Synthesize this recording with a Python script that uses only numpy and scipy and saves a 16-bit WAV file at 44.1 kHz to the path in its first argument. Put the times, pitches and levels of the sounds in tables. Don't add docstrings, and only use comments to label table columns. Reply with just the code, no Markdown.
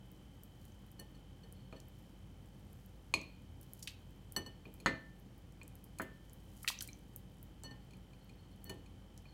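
import sys
import numpy as np
from scipy import signal
from scipy.fft import rfft, irfft
from scipy.io import wavfile

SR = 44100
rng = np.random.default_rng(int(sys.argv[2]) if len(sys.argv) > 2 else 0)


def digitize_waveform(pressure):
    field = np.atleast_2d(pressure).T
    bounded = np.clip(field, -1, 1)
    quanta = np.round(bounded * 32767).astype(np.int16)
    wavfile.write(sys.argv[1], SR, quanta)


N = 411453
T = np.arange(SR // 2) / SR
EDGE_HZ = 16050


def amp(db):
    return 10 ** (np.asarray(db) / 20)


def evened(x):
    return x / np.sqrt(np.mean(x ** 2) + 1e-20)


def read(points, hz):
    f, value = np.transpose(points)
    return np.interp(np.log(hz + 1), np.log(f), value)


def add(mix, s, sound):
    part = mix[max(round(s * SR), 0):][:len(sound)]
    part += sound[:len(part)]


def noise(spectrum, size):
    hz = np.fft.rfftfreq(size, 1 / SR)
    white = rfft(rng.standard_normal(size))
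    return evened(irfft(white * amp(read(spectrum, hz)), size))


def dying(t60):
    return np.exp(-np.log(1000) * T / max(t60, 1e-4))


def colour(x, gain_db):
    hz = abs(np.fft.fftfreq(len(x), 1 / SR)) + 1
    log_gain = np.log(amp(gain_db(hz)))
    response = np.exp(signal.hilbert(log_gain).conj())
    return np.fft.ifft(np.fft.fft(x) * response).real


def kitchen(x, onset_s=0.0044):
    # f/Hz, t60/s
    decay_times = [(150, 0.49), (1000, 0.34), (2500, 0.4), (4500, 0.37), (8000, 0.21), (16000, 0.18)]
    hz, t, bands = signal.stft(rng.standard_normal(len(T)), SR, nperseg=256)
    decay = amp(-60 * t / read(decay_times, hz)[:, None])
    tail = signal.istft(bands * decay, SR, nperseg=256)[1][:len(T)]
    tail *= np.minimum(T / onset_s, 1) ** 2
    return signal.oaconvolve(x, tail / np.linalg.norm(tail))[:N]


def fridge(hum_db=-62.0, whine_db=-77.0, mains_hz=50, shaft_hz=49.275, first_stroke_s=0.0125):
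    # f/Hz, level/dB
    spectrum = [(2800, -39), (2955, -5), (3005, 0.5), (3054, 7), (3103, 0), (3152, 4.5), (3201, -15),
                (3300, -6), (3349, -2), (3450, -28), (3600, -15)]
    # t/s, level/dB
    wavering = [(0, 1.5), (0.9, 1), (1.7, 2), (2.85, -3.5), (3.5, 0.5), (4.6, 0.5), (5.4, -3.5), (6.3, 1),
                (7.1, -1), (7.8, -0.5), (9.33, 0.5)]
    t = np.arange(N) / SR
    hum = np.sin(2 * np.pi * mains_hz * t)
    harmonics_hz = shaft_hz * np.arange(57, 74)
    phases = 0.7 * rng.standard_normal(len(harmonics_hz))
    whine = sum(amp(read(spectrum, hz)) * np.cos(2 * np.pi * hz * (t - first_stroke_s) + phase)
                for hz, phase in zip(harmonics_hz, phases))
    waver_db = np.interp(t, *np.transpose(wavering))
    return amp(hum_db) * evened(hum) + amp(whine_db + waver_db) * evened(whine)


def burner(rumble_db=-57.0, rush_db=-71.5, flutter_db=0.5):
    # f/Hz, level/dB
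    rumble = [(20, -43), (34, -11), (42, -21.5), (58, -2.5), (75, -9.5), (90, 3.5), (105, -8.5),
              (122, -0.5), (160, -8.5), (190, -3.5), (230, -12), (300, -12), (400, -20.5), (520, -19),
              (700, -28), (1500, -45), (16000, -88)]
    # f/Hz, level/dB
    rush = [(20, -42), (500, -23), (700, -1), (790, 5.5), (1000, -1.5), (1500, -4), (2500, -6), (4000, -10),
            (8000, -15.5), (16000, -20.5)]
    flutter = noise([(1, 0), (8, 0), (30, -40), (100, -100)], N)
    return amp(rumble_db + flutter_db * flutter) * noise(rumble, N) + amp(rush_db) * noise(rush, N)


def snap(hz, t60=0.0046, scatter_db=-23, scatter_t60=0.14, samples=3600):
    band = [(hz / 20, -60), (hz / 4, -36), (hz / 2, -15), (hz, 0), (hz * 2, -14)]
    envelope = dying(t60) + amp(scatter_db) * dying(scatter_t60)
    burst = colour(rng.standard_normal(samples) * envelope[:samples], lambda f: read(band, f))
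    return burst / np.linalg.norm(burst)


def simmer(snap_db=8.5, calm_db=-86.5, clump_db=4, faint_db=-57, faint_range_db=11, surfacing_s=2.7):
    # t/s,
    # level/dB (raised by snap_db), f/Hz
    snaps = [(0.1163, -44, 15300), (0.435, -39, 13100), (0.6523, -47, 11100), (0.9163, -46.5, 11100),
             (0.9982, -36, 9300), (1.5253, -42, 9900), (1.802, -43, 6000), (1.8841, -49, 14100),
             (2.7307, -48, 12000), (2.8614, -47.5, 12600), (3.2146, -43, 6400), (3.6132, -42.5, 12000),
             (3.6306, -44, 11500), (3.7347, -33, 12000), (4.3226, -34.5, 12400), (4.7404, -41.5, 12100),
             (5.1991, -52, 14400), (5.3797, -50, 15700), (5.6325, -44, 7580), (5.679, -42, 9700),
             (5.7544, -43.5, 11200), (5.8417, -41.5, 11100), (6.2966, -49, 6600), (6.3323, -40.5, 14100),
             (6.876, -35, 8830), (7.1617, -31, 12500), (7.429, -36.5, 15400), (7.6358, -36, 7960),
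             (8.6431, -34, 13700), (9.177, -42.5, 6200)]
    # t/s, level/dB, half width/s
    stirs = [(0.15, -80, 0.37), (0.658, -73, 0.049), (2.0, -79, 0.17), (2.8, -75, 0.085),
             (3.802, -69, 0.06), (5.702, -88, 0.12), (6.52, -79, .06), (6.69, -59, 0.041)]
    # f/Hz, level/dB
    fizz_spectrum = [(500, -45), (1500, -18), (4000, -2), (7000, 0), (10000, -1), (13000, 0), (15000, -2),
                     (16000, -6)]
    out, t = np.zeros(N), np.arange(N) / SR
    for s, db, hz in snaps:
        add(out, s, amp(db + snap_db) * snap(hz))
    fizz_power = amp(calm_db) ** 2
    for s, db, width in stirs:
        fizz_power = fizz_power + (amp(db) / (1 + abs(t - s) / width)) ** 2
        for wait, size, pitch in rng.random((14, 3)):
            burst_s = s - width + wait * (surfacing_s + 4 * width)
            add(out, burst_s, amp(faint_db + faint_range_db * size ** 2) * snap(8000 + 7000 * pitch))
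    flicker = noise([(20, 0), (200, -3), (600, -40), (2000, -100)], N)
    clumps = evened(amp(clump_db * flicker))
    return out + np.sqrt(fizz_power) * clumps * noise(fizz_spectrum, N)


def bubble(hz, t60, glide, samples=3000):
    t = T[:samples]
    pitch = np.minimum(hz * (1 + glide * np.minimum(t / t60, 1)), SR / 2)
    envelope = dying(t60)[:samples] * (1 - np.exp(-t * hz))
    return envelope * np.sin(2 * np.pi * np.cumsum(pitch) / SR)


def cloud(hz, scale_s, spread=0.26, cycles=18, count=120):
    out = np.zeros(SR // 4)
    for order, (detune, strength) in enumerate(rng.standard_normal((count, 2))):
        age = 3 * (order / count) ** 1.2
        pitch = hz * np.exp(spread * detune)
        if pitch < EDGE_HZ:
            ring = bubble(pitch, cycles / pitch, glide=0.37, samples=600)
            add(out, age * scale_s, strength * np.exp(-age * 0.83) * ring)
    return out * np.sqrt(scale_s * SR / (np.sum(out ** 2) + 1e-12))


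def splashes(spray_db=-9.5, spray_pitch_ratio=2.47, spray_time_ratio=3.2):
    # t/s, level/dB, centre f/Hz, time scale/s
    slaps = [(3.826, -46, 6700, 0.0046), (3.8736, -40, 3060, 0.0049), (6.63, -47.5, 11300, 0.0024),
             (6.6767, -28.5, 2700, .003), (6.6845, -31.5, 3990, .0055), (6.8073, -38, 4770, 0.0025),
             (6.823, -41.5, 8700, .004)]
    # t/s, level/dB, starting f/Hz, t60/s
    plops = [(0.721, -60, 6200, .015), (6.645, -35.5, 1275, 0.015), (6.647, -26, 2010, 0.0044),
             (6.702, -24, 1020, 0.0073), (6.789, -32.5, 5900, 0.0079), (6.8874, -45.5, 2314, 0.038),
             (6.889, -49, 4050, 0.033), (6.9316, -36.5, 6040, 0.0042)]
    out = np.zeros(N)
    for s, db, hz, scale_s in slaps:
        add(out, s, amp(db) * cloud(hz, scale_s))
        spray = cloud(min(hz * spray_pitch_ratio, 12500), scale_s * spray_time_ratio, spread=0.537)
        add(out, s, amp(db + spray_db) * spray)
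    for s, db, hz, t60 in plops:
        add(out, s, amp(db) * bubble(hz, t60, glide=0.1))
    return out


def bumps(rise_s=0.0073, t60=0.35):
    # t/s, level/dB, f/Hz
    pushes = [(3.489, -47.5, 83.5), (3.515, -50, 115)]
    out = np.zeros(N)
    envelope = (1 - np.exp(-T / rise_s)) * dying(t60)
    for s, db, hz in pushes:
        add(out, s, amp(db) * envelope * np.sin(2 * np.pi * hz * T))
    return out


def thud(db, rise_s=0.0064, t60=0.28):
    # f/Hz, level/dB
    body = [(15, -65), (40, -11), (75, -1), (130, 0.5), (200, -2.5), (320, -1.5), (420, -4), (540, -7),
            (720, -19), (1000, -17.5), (1500, -38.5), (3000, -21.5), (16000, -97)]
    return amp(db) * (1 - np.exp(-T / rise_s)) * dying(t60) * noise(body, len(T))


def struck(modes, crack, crack_db, crack_t60, slip_s=0, twin=0.15, split_hz=22, swell_hz=2780):
    ring = np.zeros(len(T))
    for hz, db, t60 in modes:
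        twin_hz = hz + split_hz * rng.uniform(-0.97, 1)
        pair = (np.sin(2 * np.pi * hz * T) + twin * np.sin(2 * np.pi * twin_hz * T)) / (1 + twin)
        rise_s = max(slip_s * swell_hz / hz, 1 / SR)
        swell = np.sqrt(np.minimum(T / rise_s, 1))
        decay = np.exp(-np.log(1000) * np.maximum(T - rise_s, 0) / t60)
        ring += amp(db) * swell * decay * pair * rng.choice([-1, 1])
    return ring + amp(crack_db) * dying(crack_t60) * noise(crack, len(T))


def tick(ring, db, tilt, thud_db):
    tilted = colour(ring, lambda hz: tilt * np.log2(np.clip(hz, 2500, 14000) / 3500))
    return amp(db) * tilted + thud(thud_db)


def creep(ring_hz=4330, scatter_hz=120, t60=0.065, range_db=5, count=14):
    # start t/s, end t/s, highest level/dB
    runs = [(1.523, 1.79, -73), (8.18, 8.66, -68.5), (9.267, 9.326, -66.5)]
    out = np.zeros(N)
    for start, end, db in runs:
        for when, softness, detune in rng.random((count, 3)):
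            hz = ring_hz + scatter_hz * (detune - 0.5)
            ping = dying(t60) * np.sin(2 * np.pi * hz * T)
            add(out, start + when * (end - start), amp(db - range_db * softness) * ping)
    return out


def grate_bars(thud_db=-22.5, thud_db_per_db=0.62):
    # f/Hz, level/dB, t60/s
    modes = [(829, -21, .24), (1050, -20, .13), (1803, -10, .24), (2972, -8, .19), (4371, -1, .075),
             (5975, -11.5, .1), (7773, -13, .07), (7946, -20, .09), (8985, -28, .1), (9722, -20, .1),
             (11890, -19, .07), (13150, -26, .07), (14220, -29, .11)]
    # f/Hz, level/dB
    crack = [(300, 28.5), (1000, 27), (2400, 13), (4300, 0), (5200, -46), (8000, 9), (11000, -43),
             (16000, -34)]
    # t/s, level/dB, tilt/(dB per octave), duration/s
    slips = [(0.9924, -49.5, 0, 0.0074), (1.1485, -64, 0, .002), (1.4341, -60, -0.5, 0.0042),
             (1.763, -58, -2, 0.0032), (4.3636, -30.5, 3.5, 0.0008), (4.4623, -47.5, 2, 0.0012),
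             (7.6367, -47.5, 0, 0.043), (7.71, -51.5, -3.5, 0.0027), (8.651, -54, -6, 0.041),
             (8.6949, -45, -7, .005)]
    out = np.zeros(N)
    for s, db, tilt, slip_s in slips:
        ring = struck(modes, crack, crack_db=-11, crack_t60=0.15, slip_s=slip_s)
        add(out, s, tick(ring, db, tilt, thud_db + thud_db_per_db * db))
    return out


def hob(pop_hz=1350, pop_db=11.0, pop_t60=0.0076):
    # f/Hz, level/dB, t60/s
    modes = [(203.6, -10.5, 0.21), (269.7, -12.5, 0.28), (535, -14, 0.3), (652, -20.5, 0.4),
             (968, -12.5, 0.13), (1326, -12, .1), (1520, -6, 0.085), (1655, -6.5, 0.075), (1780, -11, 0.47),
             (2056, -9.5, 0.24), (2309, -30, 0.33), (2400, -10, 0.073), (3590, -21, 0.12),
             (4300, -5, 0.054), (4310, -25.5, 0.37), (5270, -28, 0.093), (5975, -32, 0.24),
             (6670, -8.5, 0.035), (7870, -21.5, 0.088)]
    # f/Hz, level/dB
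    crack = [(200, -24), (700, -8.5), (1300, -4.5), (2000, -2), (2800, -13.5), (4300, -11.5), (5500, -35),
             (7000, -31), (9000, -36), (10000, -29), (12000, -38), (16000, -38)]
    # t/s, level/dB, cutoff f/Hz, thud level/dB
    knocks = [(1.7273, -42.5, 860, -54), (4.8607, -26.8, 14100, -34), (5.9981, -36.5, 1900, -42)]
    out = np.zeros(N)
    pop = amp(pop_db) * dying(pop_t60) * np.sin(2 * np.pi * pop_hz * T)
    for s, db, cutoff_hz, thud_db in knocks:
        ring = struck(modes, crack, crack_db=-2.5, crack_t60=0.11)
        knock = colour(ring + pop, lambda hz: -10 * np.log10(1 + (hz / cutoff_hz) ** 8))
        add(out, s, amp(db) * knock + thud(thud_db))
    return out


def pot_wall():
    # f/Hz, level/dB, t60/s
    modes = [(1083, -3, 0.017), (2260, -11, 0.04), (2442, 3, 0.058), (4286, -3.5, 0.059),
             (6590, -10, 0.031), (7140, -20, 0.0298), (7920, -13, 0.037), (8800, -29, .06),
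             (9430, -27, 0.1), (9990, -13, 0.022), (12500, -31, 0.054), (14950, -27, .06),
             (15300, -33, 0.043)]
    # f/Hz, level/dB
    crack = [(300, -29), (680, -16), (1000, 6), (1500, -71), (2400, 9.5), (3400, -6), (4300, 2),
             (5700, -10), (6800, -2), (8500, -19), (10000, -14), (11500, -15), (16000, -28)]
    # t/s, level/dB, tilt/(dB per octave), thud level/dB
    jerks = [(1.726, -56.5, -4.5, -53), (3.1396, -25, -0.5, -39.5), (4.6544, -58, -13, -50.5),
             (4.8013, -56.5, 6.5, -54), (5.6148, -56, -12, -56), (5.9863, -54, 11.5, -75),
             (6.018, -62.5, 19.5, -52), (7.908, -64, 6, -64), (7.9347, -60.5, 2, -64),
             (8.1336, -64, -1, -67), (8.295, -60.5, 1, -61), (8.6957, -50.5, 11, -47),
             (8.861, -63.5, 4, -70), (9.255, -62.5, -11, -75)]
    out = np.zeros(N)
    for s, db, tilt, thud_db in jerks:
        ring = struck(modes, crack, crack_db=-9, crack_t60=0.067)
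        add(out, s, tick(ring, db, tilt, thud_db))
    return out


def scene():
    pot, grate, knocks = pot_wall(), grate_bars() + creep(), hob()
    water, fizz = splashes(), simmer()
    echo = kitchen(amp(-12) * (pot + water) + amp(-16) * grate + amp(-13) * knocks + amp(-24) * fizz)
    return (pot + grate + knocks + bumps() + water + fizz + echo + burner() + fridge())[None]


def record(dry):
    lowpass = signal.firwin(511, EDGE_HZ, window=("kaiser", 9), fs=SR)
    return signal.oaconvolve(dry, lowpass[None], "same")


dry = scene()
out = record(dry)
digitize_waveform(out)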